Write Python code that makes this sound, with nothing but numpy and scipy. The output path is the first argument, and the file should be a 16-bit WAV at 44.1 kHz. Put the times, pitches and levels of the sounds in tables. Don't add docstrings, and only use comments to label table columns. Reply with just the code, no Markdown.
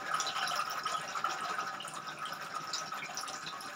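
import sys
import numpy as np
from scipy import signal
from scipy.fft import rfft, irfft
from scipy.io import wavfile
from scipy.ndimage import uniform_filter1d

SR = 44100
rng = np.random.default_rng(int(sys.argv[2]) if len(sys.argv) > 2 else 0)


def master(y):
    cut = np.clip(np.atleast_2d(y).T, -1, 1)
    pcm = np.round(cut * 32767)
    wavfile.write(sys.argv[1], SR, pcm.astype(np.int16))


def decibels_to_gain(level_db):
    exponent = np.asarray(level_db, float) / 20
    return 10 ** exponent


N = 165375
HZ = np.fft.rfftfreq(8192, 1 / SR)

# start in seconds, peak level in dB, pitch in Hz.
GLUG_BUBBLES = [(0.0888, -26, 1570), (0.1174, -23, 1317), (0.1448, -19.5, 1244), (0.2482, -36, 1270),
                (0.2862, -30.5, 1257), (0.38, -23, 1290), (0.406, -28, 1357), (0.4368, -21, 1350),
                (0.5023, -24.5, 1260), (0.537, -23.5, 1275), (0.5957, -23, 1242), (0.6223, -44, 1250),
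                (0.6483, -33, 1280), (0.6793, -25, 1250), (0.7568, -34, 1230), (0.7836, -33, 1270),
                (0.8599, -25, 1217), (0.9474, -26.5, 1253), (1.0928, -33.5, 1286), (1.1543, -23, 1293),
                (1.2476, -18, 1282), (1.294, -27.5, 1292), (1.3919, -31.5, 1256), (1.4234, -25.5, 1283),
                (1.4486, -24.5, 1265), (1.5458, -26, 1483), (1.5896, -20.5, 1310), (1.6701, -26.5, 1338),
                (1.744, -28.5, 1253), (1.8517, -29.5, 1330), (1.9719, -27, 1272), (2.0707, -27.5, 1325),
                (2.2255, -25, 1320), (2.2918, -45, 1260), (2.3275, -27.5, 1298), (2.4149, -27.5, 1285),
                (2.4656, -32.5, 1307), (2.5442, -28, 1304), (2.6727, -31, 1280), (2.7472, -34, 1256),
                (2.806, -28.5, 1315), (2.9246, -26, 1285), (3.024, -37, 1296), (3.2373, -26.5, 1253),
                (3.3445, -27.5, 1306), (3.4067, -47, 1370)]
GURGLE_BUBBLES = [(0.294, -38, 730), (0.388, -33, 814), (0.435, -36, 735), (0.513, -34, 672),
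                  (0.952, -34, 812), (1.248, -33, 765), (1.308, -29.5, 778), (1.458, -35, 694),
                  (1.842, -42, 584), (2.092, -36.5, 826), (2.699, -44.5, 545), (2.814, -37, 625),
                  (3.09, -34.5, 697)]
PLINK_DROPS = [(0.0862, -41, 2210), (0.1386, -30.5, 2980), (0.2004, -28, 3390), (0.2659, -21, 3920),
               (0.2888, -27.5, 3000), (0.311, -41, 2840), (0.3506, -31, 2990), (0.381, -27.5, 3070),
               (0.41, -28.5, 2870), (0.465, -25.5, 3980), (0.5102, -27, 2930), (0.593, -32.5, 2670),
               (0.6812, -40.5, 3000), (0.758, -42, 2680), (0.8649, -32, 2960), (0.9403, -31, 3280),
               (0.9685, -30.5, 2970), (1.0774, -34.5, 2670), (1.1246, -36.5, 3740), (1.1593, -38, 2280),
               (1.2467, -35.5, 2910), (1.2974, -33.5, 3350), (1.3855, -38.5, 2800), (1.423, -39, 2900),
               (1.474, -45, 2510), (1.507, -34, 2535), (1.746, -45, 2910), (1.8018, -28.5, 2840),
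               (1.8756, -39, 2890), (2.0866, -33, 3690), (2.1747, -35, 2460), (2.2552, -27.5, 3110),
               (2.7143, -47, 2540), (2.7326, -23.5, 4240), (2.99, -34.5, 3410), (3.021, -30, 2300),
               (3.4643, -26.5, 3990)]
TINK_DROPS = [(0.164, -32, 5200), (0.1835, -47, 5650), (0.2, -19, 5630), (0.3671, -39, 5200),
              (0.393, -28, 5420), (0.451, -29, 5280), (0.4748, -21, 5430), (0.5575, -24.5, 5500),
              (0.6515, -32, 5060), (0.7078, -22, 5280), (0.8359, -27, 5210), (0.8652, -27.5, 5360),
              (0.9026, -42, 5000), (0.9197, -29, 6670), (1.0785, -28.5, 5620), (1.1917, -38.5, 4640),
              (1.3113, -30.5, 5550), (1.6064, -33, 5560), (1.6687, -37, 5440), (1.8756, -37, 7500),
              (1.938, -34, 7130), (2.0706, -31, 5240), (2.304, -55, 5450), (2.3228, -31, 5130),
              (2.4134, -35, 5320), (2.5237, -35, 5300), (2.604, -37.5, 5740), (2.6733, -31, 5280),
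              (2.7356, -23, 4700), (2.7826, -22, 5880), (2.8594, -39.5, 5330), (3.0577, -39, 6810),
              (3.173, -21, 5780), (3.2115, -26.5, 5480), (3.277, -35, 5800), (3.6093, -30, 5180)]
SPIT_DROPLETS = [(0.1136, -46, 9190), (0.144, -35, 10000), (0.2214, -38, 8750), (0.3686, -50, 10300),
                 (0.432, -48, 9900), (0.4798, -33, 10370), (0.5112, -52, 15100), (0.5566, -33, 15500),
                 (0.595, -38.5, 9050), (0.6985, -30, 15200), (0.8694, -40.5, 9000), (0.9193, -39, 8800),
                 (0.966, -44, 10600), (1.0136, -40, 9100), (1.4064, -39, 8500), (1.551, -45, 8800),
                 (1.825, -46.5, 9000), (1.8796, -33.5, 8640), (1.9378, -36, 8770), (2.187, -46, 9550),
                 (2.2536, -40.5, 8700), (2.3326, -40, 11950), (2.4229, -43, 14800), (2.4468, -42.5, 8550),
                 (2.5531, -45, 9400), (2.7816, -49, 8900), (2.9407, -43, 13000), (3.1475, -35, 14900),
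                 (3.1951, -49.5, 9100), (3.2106, -35.5, 10680), (3.2779, -37, 9390), (3.6067, -39, 11100),
                 (3.6606, -44, 8840)]
MIXED_BUBBLES = [(0.2013, -24, 6630), (1.964, -37.5, 3700), (2.7357, -18.5, 7000), (3.172, -28, 5000),
                 (3.278, -34, 7600), (3.332, -29.5, 5850), (3.36, -26, 7000), (3.41, -36.5, 7250),
                 (1.269, -49, 338), (3.134, -35, 7000), (3.526, -33, 1080), (3.63, -38.5, 1186)]

# frequency in Hz, level in dB per Hz.
SWARM_COLOUR = [(100, -49.5), (400, -10), (900, -7.5), (1400, -1.5), (2000, -8.5), (5500, -10), (9000, -26),
                (16000, -33.5)]
# frequency in Hz, width in Hz, lift in dB.
BOWL_RESONANCES = [(596, 68, 9.5), (703.5, 27.5, 6), (778, 60, 11), (1030, 123, 6.5), (1268, 80, 14),
                   (1517, 94, 6), (1680, 83, 4.5), (2595, 290, 4), (2910, 130, -1), (3390, 580, -2.5),
                   (4100, 300, 3.5)]
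# frequency in Hz, width in Hz, lift in dB.
PORT_RESONANCES = [(4430, 520, -7.5), (5280, 160, 4), (6186, 143, -7), (7000, 320, 8.5), (8100, 370, -10.5),
                   (7760, 200, -0.5), (13000, 2770, -4), (15100, 1300, 6)]


def evened(x):
    return x / np.sqrt(np.mean(x ** 2) + 1e-20)


def read(points, hz):
    f, value = np.transpose(points)
    return np.interp(np.log(hz + 1), np.log(f + 1), value)


def bumps(table, hz):
    return sum(db / (1 + (2 * (hz - f) / width) ** 2) for f, width, db in table)


def colour(x, db):
    both_sides = np.r_[db, db[-2:0:-1]]
    log_gain = np.log(decibels_to_gain(np.maximum(both_sides, -100)))
    taps = np.fft.ifft(np.exp(np.conj(signal.hilbert(log_gain)))).real[:4096]
    return signal.oaconvolve(x, taps)[:N]


def wander(top_hz):
    t = np.arange(0, N + 64, 64) / SR
    swell = sum(np.sin(2 * np.pi * (f * t + rng.random())) for f in np.geomspace(5, top_hz, 30))
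    return np.interp(np.arange(N) / SR, t, evened(swell))


def bubble(hz, cycles, rise, soft):
    u = np.arange(int(8 * cycles / hz * SR) + 8) * hz / SR / cycles
    swell = 1 - np.exp(-(u / soft) ** 2)
    wave = swell * np.exp(-u) * np.sin(2 * np.pi * cycles * (u + rise * u ** 2 / 2))
    return wave / abs(wave).max()


def pump():
    # frequency in Hz, level in dB per Hz.
    rumble_colour = [(15, -69), (25, -30), (86, -9), (156, -2), (240, -7.5), (272, 2), (308, -8.5),
                     (414, 1.5), (480, -14), (620, -28), (1060, -120)]
    # frequency in Hz, width in Hz, level in dB.
    hum_lines = [(155, 17.6, -64.5), (201.3, 35, -66), (283.3, 26, -69), (342, 25, -68)]
    hz = np.fft.rfftfreq(N, 1 / SR)
    rumble_noise, hum_noise = rfft(rng.standard_normal((2, N)), axis=1)
    rumble = decibels_to_gain(-62.5) * evened(irfft(rumble_noise * decibels_to_gain(read(rumble_colour, hz)), N))
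    hum = np.zeros(N)
    for f, width, db in hum_lines:
        line = irfft(hum_noise / (1 + (2 * (hz - f) / width) ** 2), N)
        hum += decibels_to_gain(db) * evened(line)
    throb = decibels_to_gain(2.66 * wander(top_hz=20))
    return (rumble + hum) * throb


def stirring(hz):
    stir_db, spread_octaves, every_size_share = 49, 0.76, 0.65
    rise_s, fade_s, linger = 0.0072, 0.01, 0.4
    s, db, pitch = np.transpose([*GLUG_BUBBLES, *GURGLE_BUBBLES, *PLINK_DROPS,
                                 *TINK_DROPS, *SPIT_DROPLETS, *MIXED_BUBBLES])
    like_size = np.exp(-(np.log2(pitch / hz) / spread_octaves) ** 2)
    like_size *= decibels_to_gain(read(SWARM_COLOUR, 1400) - read(SWARM_COLOUR, pitch))
    kicks = np.zeros(N)
    np.add.at(kicks, (s * SR).astype(int), (like_size + every_size_share) * decibels_to_gain(db + stir_db) / 30)
    fade = np.exp(-1 / (fade_s * max(hz / 1400, 1) ** linger * SR))
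    power = signal.lfilter([1], [1, -fade], kicks ** 2)
    return 1 + np.sqrt(abs(uniform_filter1d(power, round(rise_s * SR))) + 1e-12)


def swarm():
    # time in seconds, level in dB,
    # splashiness of the small bubbles in dB.
    pouring = [
        (0, -37.5, -13),
        (.35, -41, -2),
        (.75, -42, -6),
        (1.0, -41, -6),
        (1.55, -39.5, -6),
        (1.82, -45, -7),
        (2.6, -44, -3.5),
        (3.3, -46, -1.5),
        (3.75, -46.5, 1.5),
    ]
    bubbles_per_s, spread_db, small_bias = 5500, 2.5, .62
    surge_db, shared_surge_db, spray_db, splash_share = 3.17, 2.5, -6, 0.75
    t = np.arange(N) / SR
    pitches = np.geomspace(350, 16000, 40)
    kind = (len(pitches) * rng.random(N) ** small_bias).astype(int)
    born = rng.random(N) < bubbles_per_s / SR
    size = born * decibels_to_gain(spread_db * np.minimum(rng.exponential(1, N), 3.5))

    shared_surge = decibels_to_gain(shared_surge_db * wander(top_hz=21.67))
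    s, level_db, splash_db = np.transpose(pouring)
    splash = decibels_to_gain(splash_share * np.interp(t, s, splash_db - splash_db.mean()))
    surges = [decibels_to_gain(surge_db * wander(top_hz=18)) * splash ** min(hz / 3000, 1) for hz in pitches[2::5]]

    bubbles = np.zeros(N)
    for k, hz in enumerate(pitches):
        grain = bubble(hz, cycles=2.62 + min(hz, 6000) / 900, rise=0.0087, soft=1.0)
        rarity = np.sqrt(hz / 3000 / np.mean(kind == k) / len(pitches))
        grain = grain / np.linalg.norm(grain) * rarity
        hits = size * (kind == k) * surges[k // 5] * stirring(hz)
        bubbles += signal.oaconvolve(hits, grain)[:N]
    bubbles /= np.sqrt(np.median(uniform_filter1d(bubbles ** 2, 2000)))
    spray = decibels_to_gain(spray_db) * np.sqrt(stirring(4200) * splash) * rng.standard_normal(N)
    ringing = colour(shared_surge * (bubbles + spray),
                     read(SWARM_COLOUR, HZ) + bumps(BOWL_RESONANCES, HZ))
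    return decibels_to_gain(np.interp(t, s, level_db)) * evened(ringing)


def drops(table, cycles, soft, early_s, scatter, spread_s, db, mates_db, tick_db):
    out = np.zeros(N + SR)
    spits = rng.standard_normal((len(table), 88))
    mates = rng.uniform(-1, 1, (len(table), 4, 3))
    for (s, peak_db, hz), spit, group in zip(table, spits, mates):
        level = decibels_to_gain(peak_db + db - bumps(PORT_RESONANCES, hz))
        at = round(s * SR)
        out[at:at + 88] += level * decibels_to_gain(tick_db) * np.diff(spit, prepend=0) * np.hanning(88)
        voices = [(hz, 0, 1)]
        for pitch, late, size in group:
            delay_s = spread_s * (late + 1) ** 2 / 4
            voices.append((hz * (1 + scatter * pitch), delay_s, decibels_to_gain(mates_db + 4.0 * size)))
        for voice_hz, delay_s, gain in voices:
            wave = bubble(min(voice_hz, 16000), cycles, 0.013, soft)
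            at = round((s - early_s + delay_s) * SR)
            out[at:at + len(wave)] += level * gain * wave
    return out[:N]


def glugs():
    big = drops([*GLUG_BUBBLES, *GURGLE_BUBBLES], cycles=3.5, soft=3.36, early_s=0.007, scatter=0.15,
                spread_s=.02, db=-11.0, mates_db=-8, tick_db=-19)
    return colour(big, 0.54 * bumps(BOWL_RESONANCES, HZ))


def plinks_and_spits():
    plinks = drops([*PLINK_DROPS, *TINK_DROPS, *MIXED_BUBBLES], cycles=8.26, soft=0.6, early_s=.0006,
                   scatter=.11, spread_s=0.03, db=-7, mates_db=-8, tick_db=-27)
    spits = drops(SPIT_DROPLETS, cycles=12.5, soft=0.28, early_s=0.00017, scatter=0.13,
                  spread_s=0.009, db=-2.5, mates_db=-6.5, tick_db=-12)
    return plinks + spits


def room(x):
    # frequency in Hz, time to fall 60 dB in seconds.
    room_decay = [(200, 0.096), (1000, 0.33), (3000, 0.12), (7000, 0.15), (15000, 0.32)]
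    first_wall_s, dull_db = .005, -6
    out, turn = np.zeros(N), np.arange(N) / SR * 3.1
    for k in range(3):
        taps = np.zeros(SR // 2)
        at = np.arange(round(first_wall_s * SR), SR // 2 - 40, 20)
        jitter, sign = rng.standard_normal((2, SR // 40))[:, :len(at)]
        taps[at + (abs(jitter) * 1e4 % 20).astype(int)] = np.sign(sign)
        hz, t, z = signal.stft(taps, SR, nperseg=128)
        fall = decibels_to_gain(-60 * t / read(room_decay, hz)[:, None])
        tail = signal.istft(z * fall, SR, nperseg=128)[1]
        part = x * np.cos(np.pi * (turn + k / 3)) * np.sqrt(2 / 3)
        running = np.r_[part[len(taps):0:-1], part]
        out += signal.fftconvolve(running, tail / np.linalg.norm(tail))[len(taps):][:N]
    return colour(out, dull_db * np.log2(np.maximum(HZ / 3000, 1)))


def scene():
    water = swarm() + glugs()
    single = plinks_and_spits()
    echoes = room(water + decibels_to_gain(8) * single)
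    return (pump() + water + single + decibels_to_gain(-2.5) * echoes)[None]


def top_cut(x):
    return signal.sosfilt(signal.butter(12, 16830, fs=SR, output="sos"), x)


def record(dry):
    hiss = decibels_to_gain(-79) * np.diff(rng.standard_normal(N + 1))
    heard = colour(dry[0], bumps(PORT_RESONANCES, HZ)) + hiss
    edge_db = -45 * np.clip((HZ - 15750) / 300, 0, 1)
    return top_cut(colour(heard, edge_db)[None])


dry = scene()
out = record(dry)
master(out)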